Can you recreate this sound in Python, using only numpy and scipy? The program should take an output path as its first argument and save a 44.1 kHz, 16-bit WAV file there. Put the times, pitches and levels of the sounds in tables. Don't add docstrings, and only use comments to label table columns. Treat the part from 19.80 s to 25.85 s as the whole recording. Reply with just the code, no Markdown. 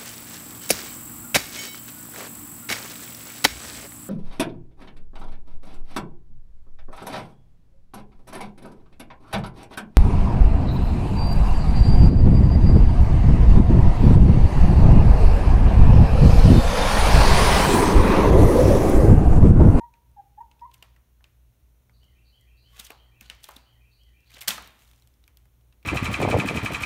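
import sys
import numpy as np
from scipy import signal
from scipy.fft import rfft, irfft, next_fast_len
from scipy.io import wavfile
from scipy.ndimage import uniform_filter1d, map_coordinates

SR = 44100
rng = np.random.default_rng(int(sys.argv[2]) if len(sys.argv) > 2 else 0)


def invert_db(x):
    u = np.asarray(x, float) / 20
    return 10 ** u


def wav_record(signal):
    frames = np.transpose(np.atleast_2d(signal))
    bounded = np.clip(frames, -1, 1)
    quanta = np.round(bounded * 32767).astype(np.int16)
    wavfile.write(sys.argv[1], SR, quanta)


N = 266805

# weaker line in Hz, its level in dB, stronger line in Hz,
# time in seconds when both are in step.
MOTOR_LINES = [
    (55.43, -4, 59.19, 1.38),
    (120.05, -5, 118.37, .4),
]
# time in seconds, shaft level in dB.
MOTOR_LOAD = [
    (0, -63),
    (3.5, -59),
    (4.5, -61.5),
    (6.05, -63),
]
# frequency in Hz, density in dB per Hz.
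AIR_SPECTRUM = [(15, -51.5), (25, -18.5), (36, -14.5), (60, -3.5), (74, -8.5), (86, -13.5), (123, -12.5),
                (146, -19), (173, -22), (1500, -39.5), (1950, -76.5), (3300, -120)]
# frequency in Hz, density in dB per Hz.
HISS_SPECTRUM = [(900, -33.5), (1500, -2), (2400, -1.5), (4000, -4), (4600, -8), (4950, -10.5), (5500, -4),
                 (6500, -4), (8000, -9.5), (9100, -3.5), (12000, -2.5), (15700, -2)]
# peak in seconds, level in dB,
# pitch in Hz, rise in seconds, fall in seconds.
CLUCK_PUSHES = [
    [(.013, -39.5, 926.4, 0.015, 0.029), (.038, -40, 951, 0.0089, 0.03)],
    [(.373, -51.5, 870, .01, 0.0089), (.398, -41.5, 804, 0.028, 0.02)],
    [(.585, -41, 846, .011, 0.019), (.614, -38, 934, 0.013, 0.016)],
    [(.827, -38, 949, 0.014, 0.035), (.858, -43, 1058, 0.015, 0.012), (.873, -50, 996, 0.013, .012)],
]
# start in seconds, peak in dB, crackle in dB, sheet ring in Hz.
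CREASE_SNAPS = [(.138, -51, -32, 2480), (.7127, -48, -30, 2920), (.9134, -52.5, -16, 2980),
                (1.0246, -36.5, -8.5, 2900), (1.162, -52.5, -10, 1850), (2.2301, -55.5, -26, 2850),
                (4.2896, -58, -19.5, 2980), (4.5675, -37.5, -19, 1870), (4.779, -30.5, -15, 1260),
                (4.8737, -43.5, -1.5, 3940), (4.99, -55, -3, 3070), (5.0538, -58, -13, 3730),
                (5.0762, -55, -4, 4130), (5.133, -52, -12, 3560), (5.221, -53.5, -3, 3950),
                (5.8098, -64, -14, 3130), (5.9247, -55.5, -18, 2740), (6.0276, -50.5, -11.5, 2554)]
# start in seconds, peak in dB, crackle in dB.
WIRE_TICKS = [(.314, -82, 15), (0.611, -79, 14), (.808, -58.5, -7.5), (.979, -71, 11), (2.241, -58.5, -5),
              (2.61, -70.5, 14.5), (3.549, -62, 7), (3.604, -61, -3), (3.709, -51, 6.5), (4.234, -58.5, -6),
              (4.404, -61.5, -3), (4.582, -53, 5), (4.608, -41.5, 4.5), (4.822, -50, 5), (5.099, -62, -1),
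              (5.16, -58, -8), (5.1973, -57.5, -6), (5.339, -61, -5)]
# peak in seconds, peak in dB, crackle in dB,
# sheet ring in Hz, swell in seconds.
SCRAPE_SLIPS = [(.795, -55, -21, 2700, .0046), (.943, -45.5, -1, 3100, .008),
                (2.998, -30.5, -3, 3700, .005), (3.009, -39.5, -4, 3030, .0037),
                (3.05, -39.5, -2, 6000, .009), (3.069, -42, -4, 3150, .008), (3.634, -57, 11, 4000, .003),
                (3.642, -33.5, -7, 3820, .0038), (3.765, -35.5, -9.5, 3660, .0043),
                (4.506, -50, -4.5, 2380, .0059), (4.518, -48.5, -5.5, 2387, .005),
                (4.546, -42, -8.5, 4220, .011), (4.59, -41.5, -12.5, 3237, .0034),
                (4.615, -27.5, -5, 3440, .0053), (4.622, -34.5, -2, 2140, .0053),
                (4.633, -47, 3, 2040, .0053)]
# start in seconds, peak in dB, crackle in dB, sheet ring in Hz.
TOE_STAMPS = [
    (.964, -72, -8, 2270),
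    (1.0447, -58, -7, 1780),
    (1.407, -59.5, -27, 1630),
    (2.095, -57.5, -24, 2270),
    (3.1033, -36, -3.5, 2520),
    (3.1184, -46, -5, 2900),
    (3.6878, -38, -5, 1050),
    (5.6547, -62, -1, 2120),
]
# start in seconds, peak in dB, crackle in dB,
# sheet ring in Hz.
CLAW_CLICKS = [
    (1.441, -41.5, -26, 2740),
    (3.4096, -36.5, -2, 2500),
    (3.4986, -24, -23, 3090),
    (3.7169, -42.5, -11, 3180),
    (5.1126, -48, -8, 3640),
    (5.273, -55, .5, 3230),
    (5.4389, -50.5, -19, 3780),
    (5.4777, -46.5, -2.5, 2420),
    (5.571, -48, 1, 3140),
]
# peak in seconds, rustle in dB, crackle over it in dB,
# rise in seconds, fall in seconds.
PAPER_DRAGS = [(1.0, -75.5, -11, .25, .2), (2.99, -51, -5, .09, 0.045), (3.055, -53, 0, .05, 0.035),
               (3.1, -60.5, -13, .02, 0.11), (3.411, -54, -7.5, .01, 0.13), (3.53, -72, -19, .08, 0.08),
               (3.65, -60.5, -1.5, .06, .15), (3.74, -61, -3.5, .15, 0.071), (4.54, -57, -7.5, .09, .1),
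               (4.59, -52.5, -12.5, .08, .02), (4.625, -56.5, -2, .03, .07),
               (4.849, -56.5, -6.5, .07, 0.12), (5.02, -67.5, 1, .3, .4)]
# frequency in Hz, density in dB per Hz.
SHEET_SPECTRUM = [(200, -28.5), (500, -11), (1100, -10), (2200, -4.5), (3500, -2), (5000, -11.5),
                  (7000, -12.5), (10000, -52)]
# start within the phrase in seconds, length in seconds,
# first pitch in Hz, last pitch in Hz, level in dB.
WREN_SLURS = [
    (0, .017, 4495, 4495, -5),
    (0.014, .018, 3732, 4864, 1),
    (0.032, .011, 4860, 3797, -2.5),
    (.082, .034, 2860, 3290, 2.5),
    (0.148, .06, 2131, 1797, -8.5),
    (.222, 0.016, 2326, 2490, 1),
    (0.237, .035, 2506, 2780, -1.5),
]
# start in seconds, level in dB.
WREN_PHRASES = [
    (2.125, -68),
    (2.438, -65.5),
    (2.756, -64),
    (3.086, -65),
    (3.421, -65.5),
    (3.76, -66.5),
    (4.098, -65.5),
    (4.44, -66),
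]
# start in seconds, length in seconds, first pitch in Hz,
# last pitch in Hz, level in dB.
WIRE_SQUEAKS = [
    (2.92, 0.087, 1095, 1140, -66),
    (4.626, .02, 1988, 2180, -53.5),
]
# start in seconds, peak in dB, pitch in Hz.
TRAY_FLEX = [
    (2.995, -46.5, 213),
    (3.108, -49, 318),
    (3.416, -44.5, 208),
    (3.502, -51, 200),
    (3.691, -51, 966),
    (3.764, -41.5, 265),
    (4.542, -51, 262),
    (4.575, -46.5, 597),
]
# start in seconds, peak in dB, crackle in dB, ring in Hz.
TRAY_SLAM = [
    (4.6756, -24.5, -12, 2995),
    (4.678, -21, -10, 1612),
    (4.681, -14.5, 0, 5000),
    (4.6826, -12, -20, 3440),
    (4.6876, -21.5, 5, 3930),
    (4.705, -17, -15.5, 3350),
]
# frequency in Hz, t60 in seconds.
CAGE_DECAY = [(300, 0.049), (1000, 0.26), (4000, 0.03), (12000, 0.021)]
# frequency in Hz, t60 in seconds.
GARAGE_DECAY = [(150, 0.24), (900, 0.87), (3000, 0.58), (8000, 0.24), (15000, 0.12)]
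# frequency in Hz, t60 in seconds.
YARD_DECAY = [(2000, 0.67), (4500, 0.62)]
# frequency in Hz, gain in dB.
MIC_RESPONSE = [(20, 0), (9300, 0), (10400, -4), (11500, 0), (15700, 0), (15900, -24), (16500, -28),
                (16650, -120)]


def unit(x):
    return x / np.sqrt(np.mean(x ** 2) + 1e-20)


def along(points, hz):
    f, v = np.transpose(points)
    return np.interp(np.log(hz + 1), np.log(f + 1), v)


def wobble(rate):
    knots = rng.standard_normal(int(N * rate / SR) + 4)
    return map_coordinates(knots, [np.arange(N) * rate / SR])


def coloured(spectrum):
    m = next_fast_len(N + 8192)
    gain = invert_db(along(spectrum, np.fft.rfftfreq(m, 1 / SR)))
    return irfft(rfft(rng.standard_normal(m)) * gain, m)[:N]


def band(x, lo_hz, hi_hz, order=2):
    edges = [lo_hz, min(hi_hz, SR * .45)]
    return signal.sosfilt(signal.butter(order, edges, "bandpass", fs=SR, output="sos"), x)


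def add(track, s, sound):
    part = track[..., max(round(s * SR), 0):][..., :len(sound)]
    part += sound[:part.shape[-1]]


def swell(t, peak, rise, fall):
    return np.where(t < peak, (peak - t) / rise, (t - peak) / fall)


def whistle(rows, second_db):
    s, hz, db = np.transpose(rows)
    t = np.arange(s[0], max(s), 1 / SR)
    glide = uniform_filter1d(np.interp(t, s, hz), size=60)
    turn = 2 * np.pi * np.cumsum(glide) / SR
    fade = np.minimum(1, np.minimum(t - t[0], t[-1] - t) / 0.0016)
    level = invert_db(uniform_filter1d(np.interp(t, s, db), size=130))
    return np.sqrt(2) * fade * level * (np.sin(turn) + invert_db(second_db) * np.sin(2 * turn))


def echo(x, decays, delay, blocks):
    out = np.zeros(N + 2 * SR)
    for part in np.array_split(np.arange(N), blocks):
        hz, t, z = signal.stft(rng.standard_normal(SR), SR, nperseg=256)
        decay = invert_db(-60 * t / along(decays, hz)[:, None])
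        tail = signal.istft(z * decay, SR, nperseg=256)[1]
        add(out, part[0] / SR + delay, signal.fftconvolve(x[part], tail / np.linalg.norm(tail)))
    return out[:N]


def motors():
    second_db, second_follows = -70, .4
    t = np.arange(N) / SR
    shaft_db = np.interp(t, *np.transpose(MOTOR_LOAD))
    levels = shaft_db, second_db + second_follows * (shaft_db - shaft_db.mean())
    hum = 0
    for (weak_hz, weak_db, hz, in_step), db in zip(MOTOR_LINES, levels):
        turn = 2 * np.pi * (t - in_step)
        weak = invert_db(weak_db + .8 * wobble(0.76)) * np.cos(weak_hz * turn)
        hum = hum + invert_db(db) * unit(np.cos(hz * turn) + weak)
    return hum


def air_and_hiss():
    air_db, hiss_db = -76, -73
    air = coloured(AIR_SPECTRUM)
    air *= invert_db(air_db + 0.55 * wobble(2.2)) / np.std(band(air, 250, 1500))
    return air + invert_db(hiss_db) * unit(coloured(HISS_SPECTRUM))


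def hen():
    drop_db, roundness = 19, 1.76
    track, flutter_db = np.zeros(N), 1.3 * wobble(130)
    for pushes in CLUCK_PUSHES:
        peak, db, hz, rise, fall = np.transpose(pushes)[..., None]
        t = np.arange(max((peak - rise).min(), 0), (peak + fall).max(), 1 / 2000)
        push_db = db - drop_db * swell(t, peak, rise, fall) ** roundness
        power = invert_db(2 * push_db) + 1e-30
        total = power.sum(0)
        pitch = (power * hz).sum(0) / total
        level_db = 10 * np.log10(total) + flutter_db[(t * SR).astype(int)]
        add(track, t[0], whistle(np.transpose([t, pitch, level_db]), second_db=-31.5))
    return track


def kind(rows, thud_db, t60):
    return [(s, db, thud_db, crackle_db, hz, t60) for s, db, crackle_db, hz in rows]


def snaps(events, swelling=False):
    track, t = np.zeros((2, N)), np.arange(SR // 16) / SR
    for s, db, thud_db, crackle_db, hz, length in events:
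        lead = 3 * length if swelling else 0
        t60 = .012 if swelling else max(length, .003)
        rise = np.exp((t - lead) / length * 2.3)
        shape = np.where(t < lead, rise, invert_db(-60 * (t - lead) / t60))
        push = rng.standard_normal((3, len(t))) * shape * (1 - np.exp(-t / 0.00013))
        blow = 1. * (np.arange(len(t)) == round(lead * SR))
        sheet = band(push[0], hz * .91, hz * 1.1) + .9 * band(push[0], hz * 0.85, hz * 1.3, order=1)
        layers = [  # (rough sound, clean blow, level in dB)
            (sheet, band(blow, hz * 0.51, hz * 1.4, order=1), 0),
            (band(push[1], 390, 1500), band(blow, 390, 1500), thud_db - 0.5),
            (band(push[2], 5500, 16000, order=1), band(blow, 5500, 16000, order=1), crackle_db + 5.0)]
        for sound, clean, rel_db in layers:
            sound = sound * invert_db(db + rel_db) / np.abs(sound).max()
            add(track[0], s + 0.00056 - lead, sound)
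            add(track[1], s + .0005 - lead, clean * np.linalg.norm(sound) / np.linalg.norm(clean))
    return track


def claws():
    sudden = kind(CLAW_CLICKS, thud_db=-18, t60=0.0072)
    sudden += kind(CREASE_SNAPS, thud_db=-9.5, t60=0.016)
    sudden += kind(TOE_STAMPS, thud_db=3, t60=0.013)
    wire_hz = 5300
    sudden += kind([(*row, wire_hz) for row in WIRE_TICKS], thud_db=-28.5, t60=0.011)
    scrape_thud_db = -19.5
    scrapes = [(s, db, scrape_thud_db, *rest) for s, db, *rest in SCRAPE_SLIPS]
    return snaps(sudden) + snaps(scrapes, swelling=True)


def paper():
    drop_db = 21.5
    t = np.arange(N) / SR
    slow = t[::64]
    power = np.zeros((2, len(slow)))
    for s, db, crackle_db, rise, fall in PAPER_DRAGS:
        drag = invert_db(db - drop_db * swell(slow, s, rise, fall))
        power += np.square([drag, drag * invert_db(crackle_db)])
    rustle, crackle = [np.interp(t, slow, gain) for gain in np.sqrt(power)]
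    clumps = invert_db(3 * wobble(140) + 4.5 * wobble(500))
    body = unit(clumps * coloured(SHEET_SPECTRUM))
    grain = np.sqrt(clumps) * invert_db(1.3 * wobble(300))
    fizz = unit(grain * band(rng.standard_normal(N), 5000, 15500))
    return rustle * body + crackle * fizz


def wren():
    track = np.zeros(N)
    edge_db, edge = -2, .3
    share = np.array([0, edge, 1 - edge, 1])
    soft_db = edge_db * np.array([1, 0, 0, 1])
    for s, db in WREN_PHRASES:
        slower = 1 + 0.03 * (s - WREN_PHRASES[0][0])
        for start, length, from_hz, to_hz, note_db in WREN_SLURS:
            hz = (from_hz + (to_hz - from_hz) * share) * (1 + 0.01 * rng.standard_normal())
            sung = np.transpose([share * length * slower, hz, note_db + soft_db])
            add(track, s + start * slower, invert_db(db) * whistle(sung, second_db=-47.0))
    early = echo(track, YARD_DECAY, delay=.002, blocks=21)
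    late = echo(track, YARD_DECAY, delay=0.037, blocks=11)
    return invert_db(-11.5) * track + early + invert_db(-8.5) * late


def squeaks():
    track = np.zeros(N)
    for s, length, from_hz, to_hz, db in WIRE_SQUEAKS:
        middle = (length / 3, (from_hz + to_hz) / 2, db)
        rows = [(0, from_hz, db - 9), middle, (length, to_hz, db - 7.5)]
        add(track, s, whistle(rows, second_db=-14))
    return track * invert_db(4 * wobble(160))


def steps():
    track, t = np.zeros(N), np.arange(SR // 5) / SR
    for s, db, hz in TRAY_FLEX:
        decay = invert_db(db - 60 * t / 0.035) * (1 - np.exp(-t / 0.0013))
        add(track, s, decay * np.sin(2 * np.pi * hz * t))
    return track


def tray():
    t = np.arange(SR // 2) / SR
    decay = invert_db(-60 * t / 0.12) + invert_db(-15.0 - 60 * t / 1.0)
    onset = 1 - np.exp(-(t / 0.014) ** 2)
    shudder = band(rng.standard_normal(len(t)), 110, 300) * decay * onset
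    clatter = band(rng.standard_normal(len(t)), 680, 8700, order=1) * invert_db(-60 * t / 0.27)
    track = snaps(kind(TRAY_SLAM, thud_db=-19.5, t60=0.0083))
    impulse = 1. * (t == 0)
    add(track, TRAY_SLAM[2][0], invert_db(3.5) * band(impulse, 2500, 13000))
    add(track, 4.689, invert_db(-4.5) * band(impulse, 3500, 14000))
    add(track[0], TRAY_SLAM[0][0], invert_db(-18.5) * shudder + invert_db(-23.5) * clatter)
    return track


def scene():
    voice, (slam, bang) = hen(), tray()
    feet, blows = claws() + paper() + steps() + squeaks()
    late_voice = np.roll(voice, round(.02 * SR))
    to_cage = invert_db(-21.5) * late_voice + invert_db(-10) * blows + invert_db(-7) * bang
    to_garage = invert_db(-21.0) * voice + invert_db(-13.5) * blows + invert_db(-12.5) * bang
    near = echo(to_cage, CAGE_DECAY, delay=.003, blocks=30)
    room = echo(to_garage, GARAGE_DECAY, delay=0.011, blocks=20)
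    return (voice + feet + slam + near + room + wren() + motors() + air_and_hiss())[None]


def low_pass(x):
    return signal.sosfilt(signal.butter(12, 16870, fs=SR, output="sos"), x)


def record(dry):
    gain = invert_db(along(MIC_RESPONSE, np.fft.rfftfreq(N, 1 / SR)))
    heard = irfft(rfft(dry) * gain, N)
    return low_pass(heard)


dry = scene()
out = record(dry)
wav_record(out)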